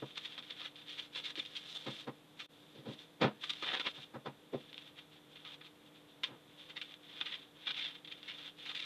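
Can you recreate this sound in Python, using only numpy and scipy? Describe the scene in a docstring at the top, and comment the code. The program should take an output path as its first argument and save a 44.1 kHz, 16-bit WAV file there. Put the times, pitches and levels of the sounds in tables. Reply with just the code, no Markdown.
"""Scissors cutting pattern paper

Scissors cut through paper on a table in a quiet room; the sheet is smoothed, slapped, flipped open and cut again.
Each bite of the blades is a rush of snapping fibres, coloured noise grains under a pressure envelope.
Between bites paper and steel slide as gentle friction, and hands and scissors bump and ring the table.
A small microphone with a ringing peak in the presence range hears it all over a faint hum."""
import sys
import numpy as np
from scipy import signal
from scipy.fft import rfft, irfft
from scipy.io import wavfile

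SR = 44100
rng = np.random.default_rng(int(sys.argv[2]) if len(sys.argv) > 2 else 0)


def store_wav(level_fs):
    """Save 16-bit WAV to argv[1]."""
    pcm = np.round(np.clip(np.atleast_2d(level_fs), -1, 1) * 32767)
    wavfile.write(sys.argv[1], SR, pcm.T.astype(np.int16))


N = 390285
TIME = np.arange(N) / SR
FILTER_SIZE = 4096   # samples
GRID_HZ = np.maximum(np.fft.rfftfreq(FILTER_SIZE, 1 / SR), 1)


def from_db(db):
    """Decibels to gain."""
    return 10 ** (np.asarray(db) / 20)


def rms_one(x):
    """Scale to unit rms."""
    return x / np.sqrt(np.mean(x ** 2) + 1e-20)


def shape_db(points):
    """Join (frequency [Hz], level [dB]) points on a log-frequency axis."""
    hz, db = np.transpose(list(points))
    return np.interp(np.log(GRID_HZ), np.log(hz), db)


def response(db):
    """Causal, minimum-phase impulse response with this spectrum, by folding its cepstrum."""
    cepstrum = irfft(np.log(from_db(db)))
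    cepstrum[1:FILTER_SIZE // 2] *= 2
    cepstrum[FILTER_SIZE // 2 + 1:] = 0
    return irfft(np.exp(rfft(cepstrum)))


def coloured(x, db):
    """Filter x by a spectrum."""
    return signal.fftconvolve(x, response(db))[:len(x)]


def add(track, s, sound):
    """Mix a sound into the track at time s."""
    start = int(round(s * SR))
    sound = sound[max(-start, 0):]   # drop what comes before the track begins
    start = max(start, 0)
    track[start:start + len(sound)] += sound[:max(N - start, 0)]


def stroke(hold_s, rise_s, fall_s):
    """Pressure builds, holds and lets go exponentially: times from the start of the hold, and the envelope."""
    t = np.arange(-SR // 12, SR // 4 + int(hold_s * SR)) / SR
    before = np.minimum(t, 0)
    after = np.maximum(t - hold_s, 0)
    return t, np.exp(before / max(rise_s, 1e-4) - after / max(fall_s, 1e-3))


def fibres(count, per_s, spread_db, hiss):
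    """Fibres snap at random with uneven force over smooth friction; rms 1."""
    force = from_db(spread_db * np.minimum(rng.exponential(1, count), 3.5))
    force *= rng.choice([-1, 1], count)
    snapping = force * (rng.random(count) < per_s / SR)
    return rms_one(rms_one(snapping) + hiss * rng.standard_normal(count))


def unevenness(count, depth_db, per_s):
    """Contact catches and slips: a randomly wandering gain, rms 1."""
    steps = np.arange(count) * per_s / SR
    db = depth_db * np.clip(rng.standard_normal(int(steps[-1]) + 2), -2, 2)
    return rms_one(from_db(np.interp(steps, np.arange(len(db)), db)))


def sheet_modes(depth_db, spacing_hz):
    """A bent sheet has chance resonances, new for every bend."""
    knots = np.arange(0, SR / 2, spacing_hz)
    return np.interp(GRID_HZ, knots, depth_db * rng.standard_normal(len(knots)))


# spectrum of tearing and snapping paper: (frequency [Hz], level [dB])
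PAPER = [(100.0, -31.5), (300.0, -11), (600.0, -15), (900.0, -11.5), (1300.0, -6), (1700.0, -4),
         (2100.0, 0.5), (2700.0, -0.0), (3400.0, 0), (4100.0, -5.5), (4800.0, -13.5), (6500.0, -24),
         (9000.0, -33), (13000.0, -44)]
# tone regions of the sheet that vary by stroke, body, middle, steady anchor, sheen: (frequency [Hz])
PAPER_ZONES_HZ = [950, 2230, 3200, 7100]


def add_crunch(track, s, hold_s, rise_s, fall_s, level_db, zones_db):
    """A run of fibres gives way, and the sheet radiates it with its momentary colour."""
    t, pressure = stroke(hold_s, rise_s, fall_s)
    tone = shape_db(PAPER) + shape_db(zip(PAPER_ZONES_HZ, zones_db))
    bend = sheet_modes(depth_db=2.4, spacing_hz=170)
    catching = unevenness(len(t), depth_db=2.2, per_s=250)
    tear = pressure * catching * fibres(len(t), per_s=2200, spread_db=2.6, hiss=0.3)
    tear *= np.sqrt(np.sum(pressure ** 2) / np.sum(tear ** 2))   # the stroke sets the energy
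    add(track, s + t[0], from_db(level_db - 1.5) * coloured(tear, tone + bend))


# the blades bite through the paper: (time [s], hold [s], rise [s], level [dB], body [dB])
BITES = [(0.177, .002, 0.0065, -32, 3.5), (0.254, 0.0056, 0.0093, -35.5, -3), (0.38, 0.011, .006, -39, 9),
         (0.502, .006, .004, -36.5, 1), (0.608, .02, 0.012, -40, 5), (0.649, 0.023, 0.01, -39, 4),
         (0.902, 0.027, .02, -41.5, -8), (0.983, .014, 0.0061, -36.5, -0.5),
         (1.149, .046, .004, -36.3, 1.5), (1.245, 0.012, 0.0042, -34, -7),
         (1.275, 0.033, 0.017, -39.5, 0.5), (1.359, .006, .002, -37.5, 1), (1.384, 0.015, 0.012, -33.5, -5),
         (1.452, 0.0097, .002, -40, -12), (1.553, 0.024, .004, -35.5, -9), (1.701, 0.028, .03, -43.5, -2),
         (1.753, .015, .004, -39, 4.5), (4.983, .005, .009, -44, 2), (5.356, .004, .001, -47, 4),
         (5.448, .015, 0.0011, -44.5, 5), (5.612, .002, 0.0022, -46, 7), (6.7, 0.0061, 0.0063, -44, 7),
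         (6.769, .002, .005, -35.5, 3), (6.815, .004, .001, -34.5, -1), (7.208, 0.0045, 0.0022, -29.5, 6),
         (7.260, .005, .002, -32, -4), (7.325, .023, 0.019, -37, -3), (7.676, 0.034, 0.0093, -31, 2),
         (7.744, 0.0046, .004, -36, -10), (7.769, .028, .005, -33, -7.5), (7.806, .072, .006, -35.5, -4),
         (8.048, .002, .003, -44, -6), (8.075, .002, .001, -41, -8), (8.123, 0.0018, .008, -35.5, -14),
         (8.282, .034, .003, -37, -3), (8.657, 0.013, .004, -36, -2), (8.691, .022, 0.0045, -36, 4),
         (8.748, 0.033, .001, -34.5, -10), (8.795, 0.0094, 0.0045, -33, -5), (8.821, 0.027, .01, -39, -3)]
# tone of the sheet, bright in the first cut and duller in the second: (time [s], middle [dB], sheen [dB])
CUT_TONE = [(0.2, 1, 3.5), (0.5, -4, -1.5), (1.0, -0.5, 4), (1.55, -4, 3.5), (1.75, -11, 10.5),
            (3.0, -6, 7), (5.3, 3, -3), (6.83, 2, 0), (7.2, 2.5, -7), (7.8, -0.5, -6), (8.3, 0, -4),
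            (8.8, -1, 0)]
BITE_FALL_S = .0105   # the sheet falls quiet after a bite


def bites():
    """Each bite tears fibres with the tone that the sheet has at that point of the cut."""
    out = np.zeros(N)
    times, middles_db, sheens_db = np.transpose(CUT_TONE)
    for s, hold_s, rise_s, level_db, body_db in BITES:
        middle_db = np.interp(s, times, middles_db)
        sheen_db = np.interp(s, times, sheens_db)
        add_crunch(out, s, hold_s, rise_s, BITE_FALL_S, level_db, [body_db, middle_db, 0, sheen_db])
    return out


# one loud clack of the scissors on the sheet: (time [s], hold [s], rise [s], fall [s], level [dB])
CLACK = (6.2352, .007, .0012, .007, -26.5)
CLACK_SHEEN_DB = -1.5


def clack():
    """The scissors strike the sheet: a loud crunch that falls faster than a bite."""
    out = np.zeros(N)
    add_crunch(out, *CLACK, [0, 0, 0, CLACK_SHEEN_DB])
    return out


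# the sheet buckles as it is lifted and flipped open: (time [s], hold [s], rise [s], level [dB], body [dB])
CRUMPLES = [(2.398, 0.013, 0.0088, -37.5, 1), (3.440, .002, 0.0074, -32.5, 4),
            (3.4955, .012, .0015, -30, -3), (3.626, 0.014, 0.0027, -30.5, 10.5),
            (3.668, 0.052, 0.017, -33.5, 11), (3.739, .009, .008, -27, 10),
            (3.763, .016, 0.0089, -36, 10.5), (3.797, 0.0075, 0.0009, -28.5, 9),
            (3.864, 0.015, .012, -28, 11)]
CRUMPLE_FALL_S = .010   # the sheet falls quiet after a buckle
CRUMPLE_MIDDLE_DB, CRUMPLE_SHEEN_DB = -1, 3.5
SHEEN_PER_BODY = 0.77   # a wide buckle has more body and less sheen (dB per dB)


def crumples():
    """The free sheet buckles: the wider the buckle, the fuller and duller it sounds."""
    out = np.zeros(N)
    for s, hold_s, rise_s, level_db, body_db in CRUMPLES:
        sheen_db = CRUMPLE_SHEEN_DB - SHEEN_PER_BODY * body_db
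        zones_db = [body_db, CRUMPLE_MIDDLE_DB, 0, sheen_db]
        add_crunch(out, s, hold_s, rise_s, CRUMPLE_FALL_S, level_db, zones_db)
    return out


# single sharp snaps of paper or blade: (time [s], level [dB])
SNAPS = [(0.1575, -39), (0.3222, -40), (0.3786, -32), (0.425, -39), (0.7572, -40), (1.2461, -33),
         (1.3549, -31), (3.4376, -32), (3.5025, -26), (3.5349, -30), (3.7978, -30), (3.8636, -31),
         (4.7292, -36), (4.7432, -37), (4.779, -31.5), (5.45, -38), (6.2348, -22.5), (6.2402, -29),
         (6.768, -36), (6.8139, -31), (6.9401, -36.5), (7.205, -35), (7.2596, -36), (7.718, -32),
         (8.0746, -36), (8.2294, -35.5), (8.7535, -30)]
SNAP_RING_HZ = 3480


def snaps():
    """A crease pops or the blades catch: a click and a few ms of rattle, brighter when it is harder."""
    out = np.zeros(N)
    t = np.arange(FILTER_SIZE) / SR
    ring = shape_db([(SNAP_RING_HZ / 2, -4), (SNAP_RING_HZ, 0), (SNAP_RING_HZ * 2, -2)])
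    for s, level_db in SNAPS:
        sheen = shape_db([(3700, 0), (4500, 1.4), (10000, 1 + .5 * (level_db + 30))])
        rattle = .07 * rng.standard_normal(len(t)) * np.exp(-t / .003)
        click = (t == 0) + rattle
        snap = coloured(click, shape_db(PAPER) + sheen + ring)
        add(out, s + 0.00063, from_db(level_db - 3.5) * snap / np.abs(snap).max())
    return out


# strokes of paper sliding along the blades or over the table: (time [s], length [s], level [dB])
SLIDES = [(0.0, 0.12, -52), (0.157, 0.2, -47.5), (0.435, .1, -48), (0.574, 0.1, -46.5),
          (0.762, 0.056, -49.5), (0.869, 0.19, -48.5), (1.135, .17, -48), (1.393, 0.037, -46),
          (1.469, .17, -48.5), (1.66, 0.19, -48.5), (1.876, 0.15, -45.5), (2.396, .055, -51),
          (2.537, 0.29, -67.5), (2.886, 0.056, -49.5), (2.989, 0.044, -50), (3.418, 0.49, -44.5),
          (3.949, 0.092, -46.5), (4.53, .17, -55.5), (4.76, .12, -51.5), (4.963, 0.066, -58.5),
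          (5.129, 0.047, -57.5), (5.321, 0.11, -55.5), (5.471, 0.072, -47), (5.649, .015, -47),
          (5.86, .015, -61), (5.96, .006, -54), (6.088, 0.032, -59.5), (6.245, .03, -47.5),
          (6.483, 0.066, -64), (6.583, 0.14, -52.5), (6.78, .16, -50.5), (7.034, 0.033, -54.5),
          (7.096, .08, -49), (7.186, .18, -42.5), (7.392, 0.052, -54.5), (7.564, 0.024, -57),
          (7.614, 0.17, -50.5), (7.77, .14, -42.5), (7.952, 0.0087, -44.5), (8.10, .1, -52.5),
          (8.24, .05, -47), (8.34, .15, -44.3), (8.587, 0.3, -46)]
# spectrum of rubbing paper: (frequency [Hz], level [dB])
RUB = [(200.0, -22), (600.0, -10), (1000.0, -11), (1500.0, -4), (2100.0, -3), (2800.0, 0), (3500.0, 1),
       (4100.0, -6), (4800.0, -12.5), (6500.0, -19.5), (9000.0, -26.5), (13000.0, -37.5)]
SLIDE_RISE_S, SLIDE_FALL_S = .009, .016   # swell and fade of a stroke
RESTING_DB = -67   # the held sheet is never quite still
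SLIDE_SHEEN_SHARE = 0.58   # sliding follows the sheen of the sheet (dB per dB)


def sliding():
    """Each stroke swells, holds and fades; fine friction grains and a few coarser crackles follow it."""
    rubbing = np.full(N, from_db(RESTING_DB))
    for s, length_s, level_db in SLIDES:
        t, pressure = stroke(length_s, SLIDE_RISE_S, SLIDE_FALL_S)
        add(rubbing, s + t[0], from_db(level_db) * pressure)
    level = rubbing * unevenness(N, depth_db=1.8, per_s=80)
    fine_grains = fibres(N, per_s=3500, spread_db=4.0, hiss=0.61)
    coarse_grains = fibres(N, per_s=220, spread_db=2.0, hiss=0)
    friction = from_db(-3.3) * coloured(level * fine_grains, shape_db(RUB))
    crackle = from_db(-11.0) * coloured(level * coarse_grains, shape_db(PAPER))
    rustle = friction + crackle
    high_pass = signal.butter(3, 4400, "high", fs=SR, output="sos")
    treble = signal.sosfiltfilt(high_pass, rustle)
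    times, _, sheen_db = np.transpose(CUT_TONE)
    treble_gain = from_db(SLIDE_SHEEN_SHARE * np.interp(TIME, times, sheen_db))
    return rustle + (treble_gain - 1) * treble


# hands and scissors landing on the table, the last three shaping the tone relative to the level:
# (time [s], hold [s], level [dB], boom [dB], knock [dB], paper slap [dB])
THUMPS = [(0.0225, .001, -15.5, -6, -3, -24), (1.38, .008, -27.5, -11, -15, 1),
          (1.866, 0.018, -23, 4, -1.5, 0), (1.917, .01, -31, 0, -24, 1), (2.076, .01, -19.5, -3, -2, -12.5),
          (2.754, 0.05, -32, 4, -14.5, -4.5), (2.858, .045, -23, 7.5, -11.5, -12),
          (3.217, .035, -7.5, 7, 0, -4), (3.977, 0.0088, -38.5, 5.5, 3, -3),
          (4.144, .016, -24.5, 3, 0.5, -12.5), (4.261, 0.0142, -20, 0.5, 0.5, -7),
          (4.536, .016, -13.5, -7.5, -13, -21), (6.278, .065, -33.5, 4, -1, -7.5)]
# spectrum of a soft landing: (frequency [Hz], level [dB])
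THUD = [(40, -53), (95, -26.5), (135, -7.5), (175, -10), (250, -3.5), (400, -5), (650, -11), (950, -11.5),
        (1400, -15), (2200, -18), (3500, -23), (4500, -28), (7000, -47), (12000, -72)]
# tone regions that vary by landing, boom, steady anchor, hollow, knock, slap: (frequency [Hz])
THUD_ZONES_HZ = [135, 340, 650, 1250, 3200]
# ringing modes of the table top: (frequency [Hz], relative level [dB], 60 dB decay time [s])
TABLE = [(135.2, 4.5, 0.11), (211.1, -7.5, 0.22), (251, -6, 0.1), (404.5, -14.5, 0.17), (530, -11.5, 0.093),
         (624, -13.5, 0.19), (780, -21, 0.13), (915, -28, 0.2), (970, -19, 0.1)]
THUMP_RISE_S, THUMP_FALL_S = 0.0044, 0.015
FALL_PER_HOLD = .2   # a longer landing also settles longer (s per s)
HOLLOW_PER_KNOCK = 0.44   # the hollow of the table follows the knock (dB per dB)
TABLE_DB, TABLE_SWELL_S = -22, .006   # ring of the table top under a landing
THUMP_LOW_CUT_HZ = 98   # the landings carry no deep bass below this


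def table_ring():
    """The table top rings in decaying modes of alternating sign, taking a moment to follow a soft blow."""
    t = np.arange(SR // 2) / SR
    ringing = np.zeros(len(t))
    for k, (hz, db, t60) in enumerate(TABLE):
        ringing += (-1) ** k * from_db(db - 60 * t / t60) * np.sin(2 * np.pi * hz * t)
    swell = (1 - np.exp(-t / TABLE_SWELL_S)) ** 2
    return from_db(TABLE_DB) * ringing * swell


def thumps():
    """A soft landing is a cluster of contacts, duller as it settles; its weight also sets the table top ringing."""
    out, push = np.zeros(N), np.zeros(N)
    for s, hold_s, level_db, boom_db, knock_db, slap_db in THUMPS:
        rise_s = min(THUMP_RISE_S, hold_s)   # a brief touch starts abruptly
        t, pressure = stroke(hold_s, rise_s, THUMP_FALL_S + FALL_PER_HOLD * hold_s)
        zones_db = [boom_db / 2, 0, HOLLOW_PER_KNOCK * knock_db, knock_db, slap_db]
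        tone = shape_db(THUD) + shape_db(zip(THUD_ZONES_HZ, zones_db))
        contacts = pressure * fibres(len(t), per_s=3000, spread_db=1.64, hiss=0.41)
        fresh = np.exp(-np.maximum(t, 0) / 0.023)   # crossfades from bright to dull
        landing = coloured(fresh * contacts, tone + shape_db([(1500, 0.5), (6000, 5.9)]))
        settling = coloured((1 - fresh) * contacts, tone + shape_db([(3000, -2), (7000, -7.5)]))
        add(out, s + t[0], from_db(level_db) * (landing + settling))
        add(push, s + hold_s / 2, from_db([level_db + boom_db]))   # one-sample push
    out += signal.fftconvolve(push, table_ring())[:N]
    low_cut = signal.butter(3, THUMP_LOW_CUT_HZ, "high", fs=SR, output="sos")
    return signal.sosfilt(low_cut, out)


# hard knocks of the scissors on the table:
# (time [s], level [dB], low mode [Hz], high mode [Hz], 60 dB decay time [s])
KNOCKS = [(0.0228, -32, 275, 713, 0.04), (4.546, -28, 396, 655, 0.075)]


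def knocks():
    """A hard touch rings two short, woody modes that depend on where it lands."""
    out, t = np.zeros(N), np.arange(SR // 4) / SR
    for s, level_db, low_hz, high_hz, t60 in KNOCKS:
        # opposed, so the wood starts from rest
        modes = np.cos(2 * np.pi * low_hz * t) - np.cos(2 * np.pi * high_hz * t)
        add(out, s, from_db(level_db - 7 - 60 * t / t60) * modes)
    return out


def room(x, early_db, early_t60, late_db, late_t60):
    """Quick reflections from the table and near walls, then a faint tail, both as decaying noise."""
    t = np.arange(SR // 2) / SR
    arrived = t > .002
    early = rms_one(arrived * rng.standard_normal(len(t)) * from_db(-60 * t / early_t60))
    late = rms_one(arrived * rng.standard_normal(len(t)) * from_db(-60 * t / late_t60))
    echoes = (from_db(early_db) * early + from_db(late_db) * late) / np.sqrt(len(t))
    return x + signal.fftconvolve(x, echoes)[:N]


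# spectrum of the room air: (frequency [Hz], level [dB])
ROOM_NOISE = [(25, -68), (50, -65.5), (100, -57), (125, -51), (250, -50.5), (400, -51.5), (700, -55),
              (1200, -58.5), (2500, -63.5), (3600, -66.5), (5000, -76), (13000, -78.5)]
# a far fan humming in the room: (frequency [Hz], wander [Hz], rms level [dB])
HUM = [(156.2, 5.1, -74), (297.6, 5.98, -69), (473.6, 4.97, -75.5), (506, 6.17, -77), (646, 10.3, -84.5)]


def background():
    """Room air as shaped noise, and a hum of sines that wander slightly in pitch."""
    out = coloured(rng.standard_normal(N), shape_db(ROOM_NOISE))
    knots = np.arange(0, N / SR + 1, .04)
    for hz, wander_hz, db in HUM:
        pitch = hz + wander_hz * np.interp(TIME, knots, rng.standard_normal(len(knots)))
        out += np.sqrt(2) * from_db(db) * np.sin(2 * np.pi * np.cumsum(pitch) / SR)
    return out


def scene():
    """Everything reaches both channels alike."""
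    work = bites() + clack() + crumples() + snaps() + sliding() + thumps() + knocks()
    mono = room(work, early_db=-9.5, early_t60=0.038, late_db=-23.5, late_t60=.33) + background()
    return np.array([mono, mono])


def resonance(x, hz, width_hz):
    """Two-pole band-pass, gain 1 on top."""
    r = np.exp(-np.pi * width_hz / SR)
    zeros = np.array([1, 0, -1]) * (1 - r * r) / 2
    poles = [1, -2 * r * np.cos(2 * np.pi * hz / SR), r * r]
    return signal.lfilter(zeros, poles, x + 1e-18)


MIC_PEAK_HZ, MIC_WIDTH_HZ, MIC_BOOST = 3525, 506, 1.94   # boost is a gain
CUTOFF_HZ = 14000


def record(dry):
    """The microphone rings and hisses, the level dips briefly once, the top is cut."""
    heard = dry + MIC_BOOST * resonance(dry, MIC_PEAK_HZ, MIC_WIDTH_HZ)
    hiss = from_db(-76.5) * rng.standard_normal(N)   # shared by both channels
    treble = signal.butter(4, 6000, "high", fs=SR, output="sos")
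    channel_hiss = from_db(-87) * signal.sosfilt(treble, rng.standard_normal((2, N)))
    dip_db = np.interp(TIME, [2.463, 2.468, 2.484, 2.492, 2.51], [0, -23, -23, -7, 0])
    low_pass = signal.ellip(12, .1, 70, CUTOFF_HZ, fs=SR, output="sos")
    return signal.sosfilt(low_pass, (heard + hiss + channel_hiss) * from_db(dip_db))


dry = scene()
out = record(dry)
store_wav(out)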